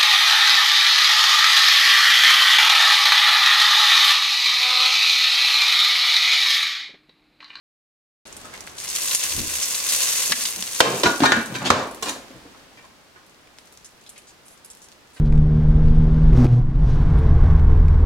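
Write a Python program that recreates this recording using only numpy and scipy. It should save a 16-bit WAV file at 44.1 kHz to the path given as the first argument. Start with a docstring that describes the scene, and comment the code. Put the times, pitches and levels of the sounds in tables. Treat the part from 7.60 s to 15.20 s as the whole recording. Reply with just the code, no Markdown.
"""A quiet kitchen: melted fat is spooned onto glowing charcoal in a foil cup inside a steel pot of curry.
The fat sizzles as a dense crowd of random pops over vapour hiss, and spits as short band-limited bursts.
A glass lid knocks on the rim, is nudged about and slides into its seat: each contact excites modes of lid and pot.
Under the lid the sizzle dies to single spits. Steady noise and one low buffet of air lie behind.
A close stereo microphone with a limiter hears it all."""
import sys
import numpy as np
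from scipy import signal
from scipy.fft import rfft, irfft, next_fast_len
from scipy.io import wavfile

SR = 44100
rng = np.random.default_rng(int(sys.argv[2]) if len(sys.argv) > 2 else 0)


def bounce(signal):
    """Save signal as a 16-bit WAV file at the path given by the first command-line argument."""
    frames = np.transpose(np.atleast_2d(signal))
    limited = np.clip(frames, -1, 1)
    pcm = np.round(limited * 32767).astype(np.int16)
    wavfile.write(sys.argv[1], SR, pcm)


N = 335154
TIME = np.arange(N) / SR

# Spectrum of the kitchen background. Each row: frequency in Hz, relative density in dB per Hz.
KITCHEN_SPECTRUM = [(20, -9), (60, 0), (130, -1), (240, 0.5), (400, -0.5), (850, -2.5), (1500, -4),
                    (2500, -6.5), (5000, -10), (10000, -19.5), (16000, -27.5)]
# Coherence of sound arriving from all round. Each row: frequency in Hz, left-right likeness from -1 to 1.
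DIFFUSE_LIKENESS = [(60, 0.79), (130, 0.31), (290, 0.46), (640, 0.44), (1410, 0.14), (3100, 0.041),
                    (6820, 0.13), (15000, 0.38)]
# Coherence of the close lid, alike on both sides in the bass. Each row: frequency in Hz, likeness from -1 to 1.
LID_LIKENESS = [(100, 0.96), (330, 0.98), (640, 0.8), (1400, 0.25), (3000, 0.083), (7000, 0.4),
                (15000, -0.45)]
# Clear modes of lid and pot. Each row: frequency in Hz, relative level in dB, free ring time t60 in seconds.
CLEAR_MODES = [(264, -5, .55), (320, -9, .45), (397, -7, .42), (463, -6, .35), (555, -6, .35),
               (662, -9, .45), (1061, -1.5, .42), (1234, -5, .35), (1437, -5, .4), (1529, -8, .5),
               (1642, -1, .42), (1737, -8, .42), (1822, -7, .42), (2341, -5, .5), (2444, -13, .5),
               (2660, -6, .5), (2948, -8, .5), (3101, -7, .45), (3252, -9, .4), (3725, -3, .42),
               (3898, -5, .4), (4225, -8, .4), (4432, -9, .4), (4920, -9, .4), (5491, -11, .35),
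               (6031, -3, .35), (6205, -9, .35), (7009, -9, .3), (7212, -9, .3)]
# Crowd of close modes of lid and pot. Each row: frequency in Hz, relative density in dB per Hz.
CLATTER_SPECTRUM = [(60, 5), (150, -8), (260, -1.5), (500, -2.5), (780, -3), (1100, -4), (1650, -4),
                    (2100, -7.5), (3500, -5), (5000, -7), (7000, -8), (9000, -15), (16000, -16.5)]
# Decay of that crowd. Each row: frequency in Hz, t60 in seconds.
CLATTER_T60 = [(100, 0.83), (400, 0.51), (1500, 0.4), (5000, 0.32), (15000, 0.4)]
# Modes of the heavy pot on its grate. Each row: frequency in Hz, relative level in dB, free t60 in seconds.
THUMP_MODES = [(70, -8, .12), (96, -2, .14), (135, 0, .24), (150, -6, .18), (189, -1, .22), (228, -2, .22)]
# Snap of a contact, a little weaker for the hardest. Each row: softness cut-off in Hz, relative level in dB.
SNAP_LEVEL = [(5000, 11), (10000, 9.5)]
# Light touches of spoon, hand and lid on the pot. 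Each row: start in seconds, relative level in dB,
# favoured frequency in Hz.
TOUCHES = [(0.838, -29, 1240), (0.925, -26.5, 2000), (2.69, -22, 262), (2.955, -28.5, 210),
           (4.548, -27.5, 630), (4.695, -31, 330), (4.74, -32, 131), (4.835, -32.5, 297),
           (4.935, -38.5, 794), (5.166, -35, 2160), (5.23, -37, 865), (5.552, -36, 1370),
           (7.551, -35, 2380)]
# Slides of the lid along the rim. Each row: start in seconds, relative level in dB, length in seconds,
# contact softness cut-off in Hz, favoured frequency in Hz.
SLIDES = [(3.242, -2, 0.035, 900, 970), (3.311, -11, 0.031, 350, 170), (3.621, -3, 0.011, 1510, 198),
          (3.653, -1, 0.012, 4200, 1680), (3.742, -9.5, 0.045, 500, 227), (3.87, -16, 0.085, 500, 182),
          (3.939, -14, 0.027, 5000, 1700), (3.988, -12, 0.078, 910, 227), (4.042, -8.5, .035, 6000, 3540),
          (4.125, -12.5, 0.082, 2600, 700), (4.425, -13, 0.011, 13000, 10500),
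          (4.441, -13.5, 0.049, 7000, 295), (4.483, -14, 0.019, 15900, 9700)]
# Knocks of the lid on the rim. Each row: start in seconds, relative level in dB, chatter in seconds,
# contact softness cut-off in Hz, favoured frequency in Hz.
KNOCKS = [(3.204, 7.5, .0005, 10900, 490), (3.206, 1, 0.00049, 8000, 2780),
          (3.434, -1.5, 0.0077, 5500, 370), (3.457, 0, 0.013, 2940, 1060), (3.604, -9, 0.0025, 4500, 300),
          (3.635, 0, 0.0073, 4180, 1070), (3.72, 0.5, .0004, 4800, 1730), (4.103, 4.5, 0.0014, 4600, 1146),
          (4.105, -2, 0.00087, 130, 88.6), (4.115, -1, .001, 2960, 570)]
# Single spits of fat. Each row: start in seconds, relative level in dB, centre in Hz, length in seconds.
SPITS = [(0.671, -38, 7500, .003), (0.767, -30.5, 8600, .008), (1.007, -28.5, 6400, 0.0029),
         (1.074, -29.5, 1770, 0.0026), (1.185, -27, 4200, 0.0031), (1.361, -15.5, 5960, 0.00047),
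         (1.512, -17, 3800, 0.0026), (1.549, -5, 7200, 0.014), (1.63, -19, 3170, 0.0027),
         (1.971, -22.5, 5000, 0.0012), (2.028, -11, 6100, 0.02), (2.149, -19, 4300, 0.0018),
         (2.289, -12, 5500, 0.02), (2.349, -15.5, 4960, .001), (2.415, -15, 7500, .03),
         (2.721, -8, 4530, 0.0065), (2.722, -9, 1990, 0.013), (2.854, -14, 4150, 0.011),
         (3.025, -17, 3950, 0.00037), (3.117, -21, 7900, 0.027), (4.312, -33.5, 8900, 0.0052),
         (5.873, -46.5, 2480, .002), (5.986, -36, 2800, 0.00027), (6.246, -32, 6670, 0.022),
         (6.464, -37, 3830, 0.02), (6.493, -31.5, 8560, 0.012), (6.56, -37, 2780, 0.034),
         (6.579, -35.5, 8000, 0.013), (6.671, -37, 5950, 0.043), (6.856, -40, 9600, .035),
         (6.905, -39, 9400, 0.043), (7.047, -33, 9000, 0.017), (7.102, -31.5, 7500, 0.018),
         (7.221, -36, 7140, 0.044), (7.534, -39.5, 8500, 0.058)]
# Strength of frying: first drops, the pour, a second flush, then dying under the lid.
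# Each row: time in seconds, relative level in dB.
SIZZLE_LEVEL = [(0.65, -49.5), (1.16, -47.5), (1.2, -36), (1.38, -28), (1.63, -24.5), (1.74, -29),
                (2.23, -27.5), (2.34, -22), (2.62, -24.5), (2.88, -28.5), (2.98, -33.5), (3.28, -30),
                (3.62, -37), (4.3, -50.5), (4.65, -62.5), (5.9, -67), (6.05, -59.5), (7.6, -66.5)]
# Colour of the sizzle. Each row: frequency in Hz, relative density in dB per Hz.
FRYING_SPECTRUM = [(60, -21), (250, -23), (500, -8), (760, -10), (1300, -9), (2000, -4.5), (3300, -2.5),
                   (5000, 0), (7000, 1.5), (9200, -1.5), (12000, -4.5), (16000, -14)]
# Air resonances of the open pot. Each row: frequency in Hz, width in Hz, lift in dB.
POT_RESONANCES = [(265, 16, 7), (318, 20, 6), (506, 60, 7), (1045, 80, 9), (1160, 50, 5), (1550, 160, 5),
                  (2050, 90, 2), (2340, 70, 2), (2640, 150, 3), (4260, 70, 2.5), (5140, 60, 3),
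                  (6000, 130, 4), (6410, 80, 4), (9100, 500, 3)]
# Spectrum of the air buffet. Each row: frequency in Hz, relative density in dB per Hz.
DRAUGHT_SPECTRUM = [(20, -16), (45, -9.5), (80, 0.5), (140, -17.0), (300, -11.5), (600, -27.0),
                    (1200, -41), (4000, -83.5)]

# The kitchen is louder around the open pot and settles once the lid is shut.
OPEN_DB, SHUT_DB, SETTLE_S = -44.5, -52.5, 1.0
# A draught buffets the microphone, swelling fast and fading slowly.
DRAUGHT_S, DRAUGHT_DB, DRAUGHT_RISE_DB_PER_S, DRAUGHT_FALL_DB_PER_S = 1.785, -29, 280, 116
# The lid hangs from the hand, then lies on the rim, then slides shut (s).
HANGS_S, RESTS_S, SHUT_S = 3.1, 4.0, 4.42
# Share of the free ring time, and clear-mode level in dB: hanging freely, and otherwise.
FREE, DAMPED = (0.89, -6), (0.67, -10.5)
# A soft contact rocks the whole pot; above the knee a harder one thumps less.
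THUMP_KNEE_HZ, THUMP_LOSS_DB_PER_OCTAVE = 2200, 6
# A contact longer than a sudden one swells over a share of its extra length.
SUDDEN_S, SWELL_SHARE = 0.014, 0.77
KNOCK_LIFT_DB, KNOCK_THUMP_DB = 11, -5
SLIDE_LIFT_DB, SLIDE_THUMP_DB = 6, -14.0
# A touch has its cut-off at TOUCH_REACH times its favoured frequency.
TOUCH_S, TOUCH_REACH, TOUCH_LIFT_DB, TOUCH_THUMP_DB = 0.027, 2, 10, -19.5
# Nominal bandwidth of a spit in octaves; one as short as a snap covers twice as much.
SPIT_OCTAVES, SNAP_S = 0.55, 0.00085
# The finest spray builds up as the fat spreads over the ember.
POUR_S, SPRAY_BUILD_S, DRY_SPRAY_DB, WET_SPRAY_DB = 0.96, 0.51, -7, 6
# The output is silent before START_S and loses what lies above CUTOFF_HZ.
START_S, CUTOFF_HZ = 0.654, 16100


def from_db(db):
    """Amplitude ratio: twenty decibels make a factor of ten."""
    return 10 ** (np.asarray(db) / 20)


def rms_one(x):
    """Normalization of mean power to one."""
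    return x / np.sqrt(np.mean(x ** 2) + 1e-20)


def energy_one(x):
    """Normalization of the mean energy per channel to one."""
    return rms_one(x) / np.sqrt(x.shape[-1])


def in_time(rows):
    """Linear interpolation of each column of a time curve."""
    s, *columns = np.transpose(rows)
    return [np.interp(TIME, s, column) for column in columns]


def at_hz(points, hz):
    """Interpolation on a logarithmic frequency axis."""
    f, value = np.transpose(points)
    return np.interp(np.log(hz + 1e-9), np.log(f), value)


def ramp(start_s, length_s):
    """Linear transition from 0 to 1, held thereafter."""
    return np.clip((TIME - start_s) / length_s, 0, 1)


def drift(per_s):
    """Slow random fluctuation: interpolated Gaussian knots with unit rms."""
    knots = rng.standard_normal(4096)
    return rms_one(np.interp(TIME * per_s, np.arange(len(knots)), knots))


def dying(t, t60):
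    """Exponential decay: the amplitude falls by 60 dB in t60."""
    return np.exp(-np.log(1000) * t / t60)


def filtered(x, hz, kind, order=2):
    """Causal Butterworth filtering, maximally flat in the passband."""
    edges = np.clip(hz, 10, 0.48 * SR)
    sections = signal.butter(order, edges, kind, fs=SR, output="sos")
    return signal.sosfilt(sections, x)


def lifted(x, hz, width_hz, lift_db):
    """Resonance: a band around one frequency is reinforced."""
    b, a = signal.iirpeak(hz, hz / width_hz, fs=SR)
    return x + (from_db(lift_db) - 1) * signal.lfilter(b, a, x)


def coloured(x, spectrum):
    """Spectral shaping: each frequency is weighted by a smooth curve."""
    length = x.shape[-1]
    size = next_fast_len(length)
    gain = from_db(at_hz(spectrum, np.fft.rfftfreq(size, 1 / SR)))
    return irfft(rfft(x, size) * gain, size)[..., :length]


def diffuse(size, likeness=DIFFUSE_LIKENESS):
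    """Partial coherence: independent mid and side noises set the likeness at each frequency."""
    padded = next_fast_len(size)
    mid, side = rfft(rng.standard_normal((2, padded)))
    alike = np.clip(at_hz(likeness, np.fft.rfftfreq(padded, 1 / SR)), -1, 1)
    spectrum = np.sqrt(1 + alike) * mid + np.sqrt(1 - alike) * side * [[1], [-1]]
    return rms_one(irfft(spectrum, padded)[:, :size])


def add(out, s, sound):
    """Superposition of a sound at its start time."""
    at = round(s * SR)
    out[:, at:at + sound.shape[1]] += sound[:, :N - at]


def slips(length_s, per_s, first_db):
    """Random impulsive excitation: a first click, then uneven random clicks; unit energy."""
    t = TIME[:SR // 8]
    occurs = rng.random(len(t)) < per_s / SR
    run = rng.standard_normal(len(t)) * occurs * np.exp(-(t / length_s) ** 4)
    run[0] = from_db(first_db)
    return energy_one(run)


def pot_echo(walls_db, walls_t60, room_db, room_t60):
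    """Impulse response: a direct click, left side first, with reverberation of steel walls and kitchen."""
    t = TIME[:SR // 3]
    direct = np.zeros((2, len(t)))
    direct[0, 0] = direct[1, 2] = 1
    walls = from_db(walls_db) * energy_one(diffuse(len(t)) * dying(t, walls_t60))
    room = from_db(room_db) * energy_one(diffuse(len(t)) * dying(t, room_t60))
    return energy_one(direct + walls + room)


def kitchen():
    """Stationary diffuse noise whose level falls as the pot is closed."""
    level_db = OPEN_DB + (SHUT_DB - OPEN_DB) * ramp(SHUT_S, SETTLE_S)
    return from_db(level_db) * rms_one(coloured(diffuse(N), KITCHEN_SPECTRUM))


def draught():
    """Turbulent pressure on a microphone: low noise with an exponential rise and fall."""
    eddies = rms_one(coloured(diffuse(N), DRAUGHT_SPECTRUM))
    since = TIME - DRAUGHT_S
    gust_db = DRAUGHT_DB + np.minimum(DRAUGHT_RISE_DB_PER_S * since, -DRAUGHT_FALL_DB_PER_S * since)
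    return from_db(gust_db) * eddies


def ringing(modes, t, vary_db, ring_share=1):
    """Modal superposition: decaying sinusoids, newly weighted at every blow; unit energy."""
    hz, db, t60 = np.transpose(modes)
    # the changing pressure on the rim detunes each mode a little
    hz = hz * (1 + 0.005 * rng.standard_normal(len(hz)))
    strength = from_db(db + vary_db * rng.standard_normal(len(hz)))
    # the less alike the sides are at a frequency, the further they fall out of phase
    skew = np.arccos(np.clip(at_hz(LID_LIKENESS, hz), -1, 1))
    skew = skew * rng.standard_normal((2, len(hz))) / np.sqrt(2)
    turn = np.float32(2 * np.pi * hz[:, None] * t)
    decay = np.float32(dying(t, ring_share * t60[:, None]))
    in_phase = (strength * np.cos(skew)) @ (np.sin(turn) * decay)
    quadrature = (strength * np.sin(skew)) @ (np.cos(turn) * decay)
    return energy_one(in_phase + quadrature)


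def clatter(t, snap_db, crack_db, crack_t60):
    """High modal density: crowded modes act as noise with a snap, a crack and a tail for each band."""
    noise = coloured(diffuse(len(t), LID_LIKENESS), CLATTER_SPECTRUM)
    snap = from_db(snap_db) * dying(t, 0.007)
    crack = from_db(crack_db) * dying(t, crack_t60)
    out = noise * (snap + crack)
    for hz in np.geomspace(250, 16000, 7):
        band = filtered(noise, [hz / np.sqrt(2), hz * np.sqrt(2)], "band", order=1)
        out = out + band * dying(t, at_hz(CLATTER_T60, hz))
    return energy_one(out)


def contact(s, length_s, soft_hz, hz, lift_db, thump_db, favoured_width=0.4):
    """Source-filter principle: contact clicks excite lid and pot, favouring one register; unit energy."""
    t = TIME[:SR * 2 // 3]
    ring_share, clear_db = FREE if HANGS_S < s < RESTS_S else DAMPED
    ring = ringing(CLEAR_MODES, t, vary_db=4.5, ring_share=ring_share)
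    crowd = clatter(t, snap_db=at_hz(SNAP_LEVEL, soft_hz), crack_db=5.0, crack_t60=0.05)
    hard_octaves = max(np.log2(soft_hz / THUMP_KNEE_HZ), 0)
    thump_gain = from_db(thump_db - THUMP_LOSS_DB_PER_OCTAVE * hard_octaves)
    thump = thump_gain * ringing(THUMP_MODES, t, vary_db=1.5)
    body = crowd + from_db(clear_db) * ring + thump
    body = filtered(body, soft_hz, "low", order=1)
    body = lifted(body, hz, favoured_width * hz, lift_db)
    # a knock is mostly one click, a slide is many small ones
    rub = slips(length_s, per_s=1500, first_db=np.interp(length_s, [0.002, 0.02], [11, 3]))
    # a slide swells as the hand presses on
    swell_s = SWELL_SHARE * max(length_s - SUDDEN_S, 0)
    rub = rub * np.minimum((TIME[:len(rub)] + 1 / SR) / (swell_s + 1 / SR), 1)
    return energy_one(signal.fftconvolve(rub[None], body))


def contacts(level_db):
    """Impact and friction: touches, slides and knocks excite the same lid and pot."""
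    out = np.zeros((2, N))
    for s, db, hz in TOUCHES:
        touch = contact(s, TOUCH_S, TOUCH_REACH * hz, hz, TOUCH_LIFT_DB, TOUCH_THUMP_DB)
        add(out, s, from_db(db) * touch)
    for s, db, length_s, soft_hz, hz in SLIDES:
        slide = contact(s, length_s, soft_hz, hz, SLIDE_LIFT_DB, SLIDE_THUMP_DB)
        add(out, s, from_db(db) * slide)
    for s, db, chatter_s, soft_hz, hz in KNOCKS:
        knock = contact(s, chatter_s, soft_hz, hz, KNOCK_LIFT_DB, KNOCK_THUMP_DB)
        add(out, s, from_db(db) * knock)
    # the pot is too small to radiate deep bass
    return from_db(level_db) * filtered(out, 109, "high", order=3)


def spits(level_db):
    """Time-bandwidth reciprocity: bursting droplets fizz in their own bands, the shorter the broader."""
    out = np.zeros((2, N))
    for s, db, hz, length_s in SPITS:
        octaves = SPIT_OCTAVES * (1 + SNAP_S / length_s)
        echo = pot_echo(walls_db=-2.0, walls_t60=0.03, room_db=-5.0, room_t60=0.3)
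        first_db = np.interp(length_s, [0.01, 0.03], [17, 10])
        fizz = slips(length_s, per_s=6000, first_db=first_db)
        burst = signal.fftconvolve(fizz[None], echo)
        edges = hz * 2 ** (octaves * np.array([-0.5, 0.5]))
        burst = filtered(burst, edges, "band", order=1)
        # the top octave falls away steeply
        burst = lifted(burst, 10500, 3000, 3.0)
        burst = filtered(burst, 12000, "low", order=5)
        add(out, s, from_db(db + level_db) * energy_one(burst))
    return out


def sizzle(pops_per_s, spread_db, hiss_db, surge_db, level_db, count=8):
    """Shot noise: random bursts of boiling fat crowd together over vapour hiss as the frying grows."""
    loud_db, = in_time(SIZZLE_LEVEL)
    spray_db = DRY_SPRAY_DB + (WET_SPRAY_DB - DRY_SPRAY_DB) * ramp(POUR_S, SPRAY_BUILD_S)
    # pops_per_s is reached where the frying is loudest
    crowding = from_db(loud_db - loud_db.max())
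    sizes = from_db(spread_db * np.minimum(rng.exponential(1, N), 4)) * rng.choice([-1, 1], N)
    occurs = rng.random(N) < pops_per_s * crowding / SR
    pops = sizes * occurs / np.sqrt(crowding)
    # each spot on the ember has its own reflections and its own bubble size, hence pitch
    spot = rng.integers(0, count, N)
    crackle = np.zeros((2, N))
    for k, hz in enumerate(np.geomspace(2200, 11000, count)):
        echo = pot_echo(walls_db=-4.5, walls_t60=0.02, room_db=-1.5, room_t60=0.19)
        echo = lifted(echo, hz, hz / 2, lift_db=11.0)
        spot_pops = (pops * (spot == k))[None]
        crackle += signal.oaconvolve(spot_pops, echo, axes=1)[:, :N]
    frying = coloured(rms_one(crackle) + from_db(hiss_db) * diffuse(N), FRYING_SPECTRUM)
    for hz, width_hz, lift_db in POT_RESONANCES:
        frying = lifted(frying, hz, width_hz, lift_db)
    frying = rms_one(frying)
    # the spray is the treble of the frying, first weakened, then strengthened
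    spray = coloured(frying, [(6500, -31), (9000, -16.0), (12500, -6)])
    frying = frying + (from_db(spray_db) - 1) * spray
    return frying * from_db(loud_db + level_db + surge_db * drift(120))


def scene():
    """Linear superposition of kitchen, lid and ember."""
    background = kitchen() + draught()
    lid_and_pot = contacts(level_db=19.5)
    droplets = spits(level_db=19.5)
    frying = sizzle(pops_per_s=9000, spread_db=6.0, hiss_db=-7.5, surge_db=0.7, level_db=2.0)
    return background + lid_and_pot + droplets + frying


def limited(x, threshold_db, release_db_per_s, attack_s):
    """Gain control: the level ducks a few milliseconds after a loud peak and creeps back."""
    peak_db = 20 * np.log10(np.abs(x).max(axis=0) + 1e-9)
    over = np.maximum(peak_db - threshold_db, 0)
    release = release_db_per_s * TIME
    held = np.maximum.accumulate(over + release) - release
    window = np.hanning(round(attack_s * SR))
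    reduction_db = signal.oaconvolve(held, window / window.sum())[:N]
    return x * from_db(-reduction_db)


def record(dry):
    """Nonlinear transmission: an initial silence, a limiter, saturation of peaks and a steep top cut."""
    sounding = dry * (TIME >= START_S)
    x = limited(sounding, threshold_db=-2.0, release_db_per_s=67.0, attack_s=0.016)
    top_cut = signal.ellip(10, 0.05, 60, CUTOFF_HZ, fs=SR, output="sos")
    return signal.sosfiltfilt(top_cut, np.tanh(x))


dry = scene()
out = record(dry)
bounce(out)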